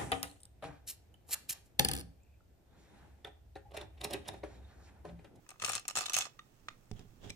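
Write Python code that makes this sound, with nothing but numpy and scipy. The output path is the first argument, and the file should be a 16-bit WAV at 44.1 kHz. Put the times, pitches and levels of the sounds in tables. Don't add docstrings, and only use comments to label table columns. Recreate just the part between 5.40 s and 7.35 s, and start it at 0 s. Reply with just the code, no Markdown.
import sys
import numpy as np
from scipy import signal
from scipy.fft import rfft, irfft, next_fast_len
from scipy.io import wavfile

SR = 44100
rng = np.random.default_rng(int(sys.argv[2]) if len(sys.argv) > 2 else 0)


def transcribe(u):
    v = np.clip(np.atleast_2d(u).T, -1, 1)
    q = np.round(v * 32767).astype(np.int16)
    wavfile.write(sys.argv[1], SR, q)


N = 85995
T = np.arange(N) / SR

# start in seconds, level in dB, bass and treble in dB against the middle band (where the
# usual values below mean no change), left-right balance in dB, ring frequency in Hz.
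CLICKS = [(0.0631, -63, 5, -17, 4.5, 2530), (0.0898, -41.5, -8.5, -11, 3, 8650),
          (0.1038, -45, -9, -4.5, 5, 2340), (0.1126, -50, 2.5, -21, 0.5, 2560),
          (0.14, -73, 10, -16, 0, 1970), (0.157, -66, 8.5, -17, 2, 2000),
          (0.1976, -40.5, -10, -19, 6.5, 3610), (0.2194, -32.5, -3, -22, 3, 2620),
          (0.2222, -34, -3.5, -16, 3, 8750), (0.2367, -34.5, 0.5, -10, 4, 2600),
          (0.2457, -24, -18, -26, 11.5, 2580), (0.2487, -26.5, -10.5, -9, 4.5, 8340),
          (0.2605, -32.5, -8.5, -6, -6, 9140), (0.2757, -38.5, -6, -1.5, 8, 2900),
          (0.2814, -38, 3.5, -14, 0, 6900), (0.2913, -31.5, -13.5, -5, 9, 8440),
          (0.2953, -28.5, -1, -10, 5, 2400), (0.3011, -37, -12, -3, -3, 8500),
          (0.3079, -36, -4, -15, 4, 3570), (0.3184, -34.5, -10.5, -3, 3.5, 9700),
          (0.332, -27.5, -11.5, -18, 7.5, 7110), (0.3511, -27, -11, -7, 3, 8560),
          (0.3586, -32.5, -9, -15, 14, 6420), (0.3778, -34.5, -8, -26, -3.5, 5280),
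          (0.3946, -42, -10.5, -6, 4, 8740), (0.4518, -43.5, -6.5, -25, -1.5, 2400),
          (0.4799, -31, -17, 0.5, 4, 7070), (0.4852, -32.5, -5.5, -23, -5, 7550),
          (0.498, -36.5, -8.5, -10, -4.5, 5370), (0.508, -37, -5.5, -9, 4, 2900),
          (0.5535, -28.5, -7.5, -9, 0, 6920), (0.5618, -28.5, -10, -16, 3.5, 7260),
          (0.5699, -23.5, -6.5, -9.5, 4.5, 8050), (0.577, -28.5, -11, -11, 3, 5580),
          (0.584, -30.5, -9, -9, 11, 8340), (0.588, -32, -1.5, -15.5, -2.5, 8400),
          (0.607, -30, -5.5, -12, -4, 7110), (0.6099, -37.5, -8, -3.5, 0, 7000),
          (0.6175, -35, -3.5, -6.5, -1, 4700), (0.628, -38, -3, -12, 2, 4650),
          (0.6371, -39, -5.5, -14, -7, 3850), (0.6572, -32, -11.5, -9.5, -5, 3690),
          (0.6623, -29.5, -16.5, -13, 8, 3700), (0.6825, -38, -7, -17, 5, 3730),
          (0.6956, -28.5, -9.5, -7.5, -0.5, 5800), (0.7042, -46.5, 4.5, -5, -8.5, 4800),
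          (0.7195, -39.5, -5, -21, -3, 3550), (0.7327, -25.5, -13, -3.5, -0.5, 6300),
          (0.7406, -19.5, -27, -13.5, 0, 6260), (0.7476, -23, -27, -9.5, 5, 6420),
          (0.7646, -23.5, -8, -2.5, -3.5, 6420), (0.7741, -25, -12.5, -12, -4, 6480),
          (0.779, -27.5, -18, -15, -6, 6230), (0.7851, -21, -14, -4, 0.5, 6520),
          (0.7989, -37.5, -2.5, -10, 1, 6430), (0.807, -27, -26, -19, 3, 6330),
          (0.811, -30, -16, -18, -6.5, 3490), (0.8205, -30, -23.5, -17, 1, 3460),
          (0.8521, -39, -3.5, -19, -5.5, 5450), (0.8659, -46, 1, -25, -3, 5470)]
BASS_EDGE_HZ, TREBLE_EDGE_HZ, USUAL_BASS_DB, USUAL_TREBLE_DB = 1860, 8250, -9.5, -12
CRACK_GAIN_DB = 0.5
CLICK_RISE_S, CLICK_T60_S = 0.0015, 0.021
BASS_T60_S, BASS_SPREAD = 0.03, 0.4
PING_DB, PING_RISE_S, PING_T60_S = -3.5, 0.0015, 0.021

# frequency in Hz, gain in dB.
SHELL_COLOUR = [(50, -33), (130, -16), (330, -11), (520, -6.5), (750, -3.5), (950, -2), (1250, -2),
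                (1700, 1), (3000, 0), (4700, -2.5), (7000, 3.5), (8700, -3.5), (11000, -10), (15000, -17),
                (16500, -28)]
# frequency in Hz, gain in dB, decay time T60 in seconds.
SHELL_MODES = [(758, 4, 0.045), (1222, 10, 0.033), (2575, 6, .09), (2664, 6, 0.027), (3010, -1, .06),
               (3490, 7.5, 0.21), (4216, 4, 0.027), (5480, 7.5, 0.051), (6245, -9.5, .11),
               (6430, 5.5, 0.076), (7130, -15, .06), (7800, 1.5, .04), (8500, -1, .04)]
# frequency in Hz, left-right balance in dB before lean() shares it.
DISPENSER_LEAN = [(120, 5.5), (330, -9), (500, 7), (800, -4.5), (1800, -4.5), (2800, -2), (6400, -4.5),
                  (9800, 8), (15000, -14.5)]
RIGHT_DELAY_S, CLOSE_SPREAD = 0.00014, 0.89

# time in seconds, level in dB before the shell.
GRIND_LEVEL = [(.175, -81), (.215, -51), (.225, -43), (.26, -40.5), (.32, -44.5), (.37, -37), (.395, -56),
               (.415, -78), (.548, -68), (.56, -35), (.585, -37), (.63, -48.5), (.68, -53.5), (.728, -55.5),
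               (.745, -39.5), (.815, -41.5), (.865, -49.5), (.89, -76)]
GRAINS_PER_S, GRAIN_SPREAD_DB, GRAIN_T60_S = 900, 2.5, 0.0067

# start in seconds, ring in dB, crack in dB before colour, swell in seconds.
KNOCKS = [(0.9902, -45, -44.5, 0.005), (1.2840, -38.5, -32.5, 0.00125)]
KNOCK_RISE_S, KNOCK_T60_S = 0.002, 0.02
# frequency in Hz, gain in dB.
CHUTE_COLOUR = [(100, -23), (450, -8), (900, -7), (1300, -9), (2000, 1), (2700, 6), (3400, 0), (4300, -2),
                (5200, -7), (6800, -2.5), (9500, -22.5), (15000, -39)]
# frequency in Hz, level in dB, decay time T60 in seconds.
CHUTE_MODES = [(1226, 2.5, 0.024), (1296, -3, .025), (1888, -3.5, 0.027), (3670, -4, .03),
               (6090, -18.5, 0.029)]

# time in seconds, level in dB before colour.
RUB_LEVEL = [(1.53, -87), (1.57, -60), (1.615, -62.5), (1.66, -79), (1.79, -79), (1.82, -65),
             (1.845, -51.5), (1.88, -57.5), (1.91, -54.5), (1.945, -110)]
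# frequency in Hz, gain in dB.
RUB_COLOUR = [(100, 16.5), (420, 14.5), (800, 8), (1200, 0), (1700, 4.5), (2300, -2.5), (3300, 7),
              (4300, -6.5), (7000, -3), (10000, -19), (15000, -19)]
RUB_GRAINS_PER_S, RUB_GRAIN_T60_S = 2200, 0.028
LID_SNAP_S, LID_SNAP_DB = 1.902, -41.5
# frequency in Hz, level in dB, decay time T60 in seconds.
LID_MODES = [(2370, 0.5, .04), (2430, -7, .025), (4000, 0, 0.028), (4200, -13, 0.024), (6320, -6.5, 0.017),
             (8080, -2.5, 0.015)]

# start in seconds, thud in dB, tick in dB before colour.
BUMPS = [(0.2239, -50.5, -68), (0.2472, -50.5, -70), (0.293, -54.5, -67), (0.356, -54, -70),
         (0.574, -53, -70), (0.761, -52.5, -45.5), (1.5129, -39, -43.5), (1.5264, -68, -75),
         (1.5928, -48, -49.5), (1.652, -55.5, -79), (1.842, -49.5, -54), (1.864, -46, -56),
         (1.896, -48, -41), (1.9022, -46.5, -39.5), (1.919, -65, -79)]
# frequency in Hz, level in dB, decay time T60 in seconds.
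TABLE_MODES = [(108.6, 0, 0.14), (166.5, -6.5, 0.089), (200, -3, .05), (404, -10.5, 0.13),
               (732, -11.5, 0.051)]
TABLE_RISE_S, TABLE_LOW_CUT_HZ = 0.0006, 51
# frequency in Hz, gain in dB.
TICK_COLOUR = [(200, 8.5), (1100, -7.5), (1650, -0.5), (2400, 5.5), (3600, 6), (4300, -2.5), (5400, 4.5),
               (8000, -4.5), (10000, -6.5), (15000, -21)]
TICK_RISE_S, TICK_T60_S = 0.001, 0.018
# time in seconds, level in dB before colour.
RUMBLE_LEVEL = [(0, -82), (.92, -82), (1.02, -70), (1.14, -78.5), (1.28, -64.5), (1.49, -68.5),
                (1.52, -51.5), (1.68, -63), (1.78, -59.5), (1.86, -58.5), (1.95, -64)]
# frequency in Hz, gain in dB.
RUMBLE_COLOUR = [(15, 26.5), (32, 23), (70, 14.5), (120, 19), (250, 10), (600, -7.5), (2000, -38.5)]

ROOM_DB, ROOM_DELAY_S, ROOM_SPLIT_HZ = -17, 0.015, 6700
ROOM_T60_S, ROOM_TREBLE_T60_S = 0.2, 0.13
# frequency in Hz, gain in dB.
ROOM_TONE_COLOUR = [(15, -63.5), (32, -40.5), (65, -54.5), (115, -43), (170, -53.5), (350, -51.5),
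                    (700, -58.5), (1500, -66.5), (4000, -74.5), (6000, -73), (10000, -78.5), (15500, -73.5)]
# frequency in Hz, left-right balance in dB before lean() shares it.
ROOM_TONE_LEAN = [(60, -8.5), (500, -5.5), (5000, -7.5), (15000, -1.5)]
CUTOFF_HZ = 16200


def wheel_clicks():
    times, db, bass_db, treble_db, pan_db, _ = np.transpose(CLICKS)

    def gains(extra_db):
        event_db = db + CRACK_GAIN_DB + extra_db
        return from_db(event_db[:, None] + np.outer(pan_db, [0.5, -0.5]))

    bass = contacts(times, gains(bass_db - USUAL_BASS_DB), CLICK_RISE_S, BASS_T60_S, BASS_SPREAD)
    middle = contacts(times, gains(0), CLICK_RISE_S, CLICK_T60_S)
    treble = contacts(times, gains(treble_db - USUAL_TREBLE_DB), CLICK_RISE_S, CLICK_T60_S)
    bass = split(bass, BASS_EDGE_HZ)[0]
    middle = split(split(middle, BASS_EDGE_HZ)[1], TREBLE_EDGE_HZ)[0]
    treble = split(treble, TREBLE_EDGE_HZ)[1]
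    return bass + middle + treble


def grinding():
    return level(GRIND_LEVEL) * grains(GRAINS_PER_S, GRAIN_T60_S)


def pings():
    out = np.zeros((2, N))
    for start, db, _, _, pan_db, hz in CLICKS:
        out += pan(ring(start, db + PING_DB, [(hz, 0, PING_T60_S)], PING_RISE_S), pan_db)
    return out


def dispenser():
    shell = colour(resonate(wheel_clicks() + grinding(), SHELL_MODES), SHELL_COLOUR)
    return lean(shell + pings(), DISPENSER_LEAN)


def chute():
    times, _, crack_db, _ = np.transpose(KNOCKS)
    cracks = colour(contacts(times, from_db(crack_db), KNOCK_RISE_S, KNOCK_T60_S), CHUTE_COLOUR)
    hollow = sum(ring(start, db, CHUTE_MODES, swell_s) for start, db, _, swell_s in KNOCKS)
    return pan(cracks + hollow, -4)


def hand():
    rub = colour(level(RUB_LEVEL) * grains(RUB_GRAINS_PER_S, RUB_GRAIN_T60_S), RUB_COLOUR)
    snap = ring(LID_SNAP_S, LID_SNAP_DB, LID_MODES, TICK_RISE_S)
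    return pan(rub + snap, -4)


def table_top():
    times, _, tick_db = np.transpose(BUMPS)
    thuds = -sum(ring(start, db, TABLE_MODES, TABLE_RISE_S) for start, db, _ in BUMPS)
    thuds = split(thuds, TABLE_LOW_CUT_HZ)[1]
    rumble = colour(level(RUMBLE_LEVEL) * stereo_noise(0.2), RUMBLE_COLOUR)
    ticks = colour(contacts(times, from_db(tick_db), TICK_RISE_S, TICK_T60_S), TICK_COLOUR)
    return pan(thuds + rumble, -8.5) + pan(ticks, -3)


def room(x, size=20000):
    age = np.arange(size) / SR
    low, high = split(rng.standard_normal((2, size)), ROOM_SPLIT_HZ)
    tail = low * from_db(-60 * age / ROOM_T60_S) + high * from_db(-60 * age / ROOM_TREBLE_T60_S)
    tail *= age > ROOM_DELAY_S
    tail /= np.sqrt(np.sum(tail ** 2) / 2)
    return from_db(ROOM_DB) * signal.fftconvolve(x, tail, axes=1)[:, :N]


def room_tone(shared_below_hz=450):
    rumble = split(stereo_noise(0.4), shared_below_hz)[0]
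    hiss = split(stereo_noise(1), shared_below_hz)[1]
    return lean(colour(rumble + hiss, ROOM_TONE_COLOUR), ROOM_TONE_LEAN)


def from_db(db):
    return 10 ** (np.asarray(db) / 20)


def level(curve):
    return from_db(np.interp(T, *np.transpose(curve)))


def pan(x, pan_db):
    return x * from_db([[pan_db / 2], [-pan_db / 2]])


def colour(x, points, share=1):
    size = 2 * next_fast_len(N)
    hz, db = np.transpose(points)
    bins_hz = np.arange(size // 2 + 1) * SR / size
    gain_db = share * np.interp(np.log(bins_hz + 1), np.log(hz), db)
    cepstrum = irfft(np.log(from_db(gain_db)))[:size // 2]
    cepstrum[1:] *= 2
    return irfft(rfft(x, size) * np.exp(rfft(cepstrum, size)))[..., :N]


def lean(x, points):
    return np.array([colour(x[0], points, 0.48), colour(x[1], points, -0.33)])


def split(x, hz):
    parts = []
    for kind in ("low", "high"):
        section = signal.butter(2, hz, kind, fs=SR, output="sos")
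        twice = np.tile(section, (2, 1))
        parts.append(signal.sosfilt(twice, x + 1e-18))
    return parts


def stereo_noise(spread, size=N):
    shared, apart = rng.standard_normal((2, size))
    return np.array([shared + spread * apart, shared - spread * apart]) / np.hypot(1, spread)


def contacts(times, gains, rise_s, t60_s, spread=CLOSE_SPREAD, size=4000):
    out = np.zeros((2, N + size))
    age = np.arange(size) / SR
    shape = np.minimum(age / rise_s, 1) * from_db(-60 * np.maximum(age - rise_s, 0) / t60_s)
    for time, gain in zip(times, gains):
        crack = stereo_noise(spread, size=size) * shape
        crack *= np.sqrt(2 * np.sum(shape ** 2) / np.sum(crack ** 2))
        start = int(time * SR)
        out[:, start:start + size] += np.reshape(gain, (-1, 1)) * crack
    return out[:, :N]


def grains(per_s, t60_s):
    sizes_db = GRAIN_SPREAD_DB * np.minimum(rng.exponential(1, N), 4)
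    sizes = from_db(sizes_db) * (rng.random(N) < per_s / SR)
    power_decay = np.exp(-2 * np.log(1000) / (t60_s * SR))
    power = signal.lfilter([1], [1, -power_decay], sizes ** 2 + 1e-18)
    return np.sqrt(power / power.mean()) * stereo_noise(CLOSE_SPREAD)


def resonate(x, modes):
    out = x.copy()
    for hz, db, t60 in modes:
        r = np.exp(-np.log(1000) / (t60 * SR))
        zeros = np.array([1, 0, -1]) * (1 - r * r) / 2
        poles = [1, -2 * r * np.cos(2 * np.pi * hz / SR), r * r]
        out += from_db(db) * signal.lfilter(zeros, poles, x + 1e-18)
    return out


def ring(start, db, modes, rise_s):
    age = np.maximum(T - start, 0)
    swell = np.minimum(age / rise_s, 1)
    out = np.zeros(N)
    for hz, mode_db, t60 in modes:
        decay_db = -60 * np.clip(age - rise_s, 0, 3 * t60) / t60
        out += from_db(db + mode_db + decay_db) * swell * np.sin(2 * np.pi * hz * age)
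    return out


def microphones(x):
    return np.array([x[0], np.interp(T - RIGHT_DELAY_S, T, x[1])])


def scene():
    close = microphones(dispenser() + chute() + table_top() + hand())
    return close + room(close) + room_tone()


def record(dry):
    return signal.sosfilt(signal.ellip(10, 0.1, 70, CUTOFF_HZ, fs=SR, output="sos"), dry)


dry = scene()
out = record(dry)
transcribe(out)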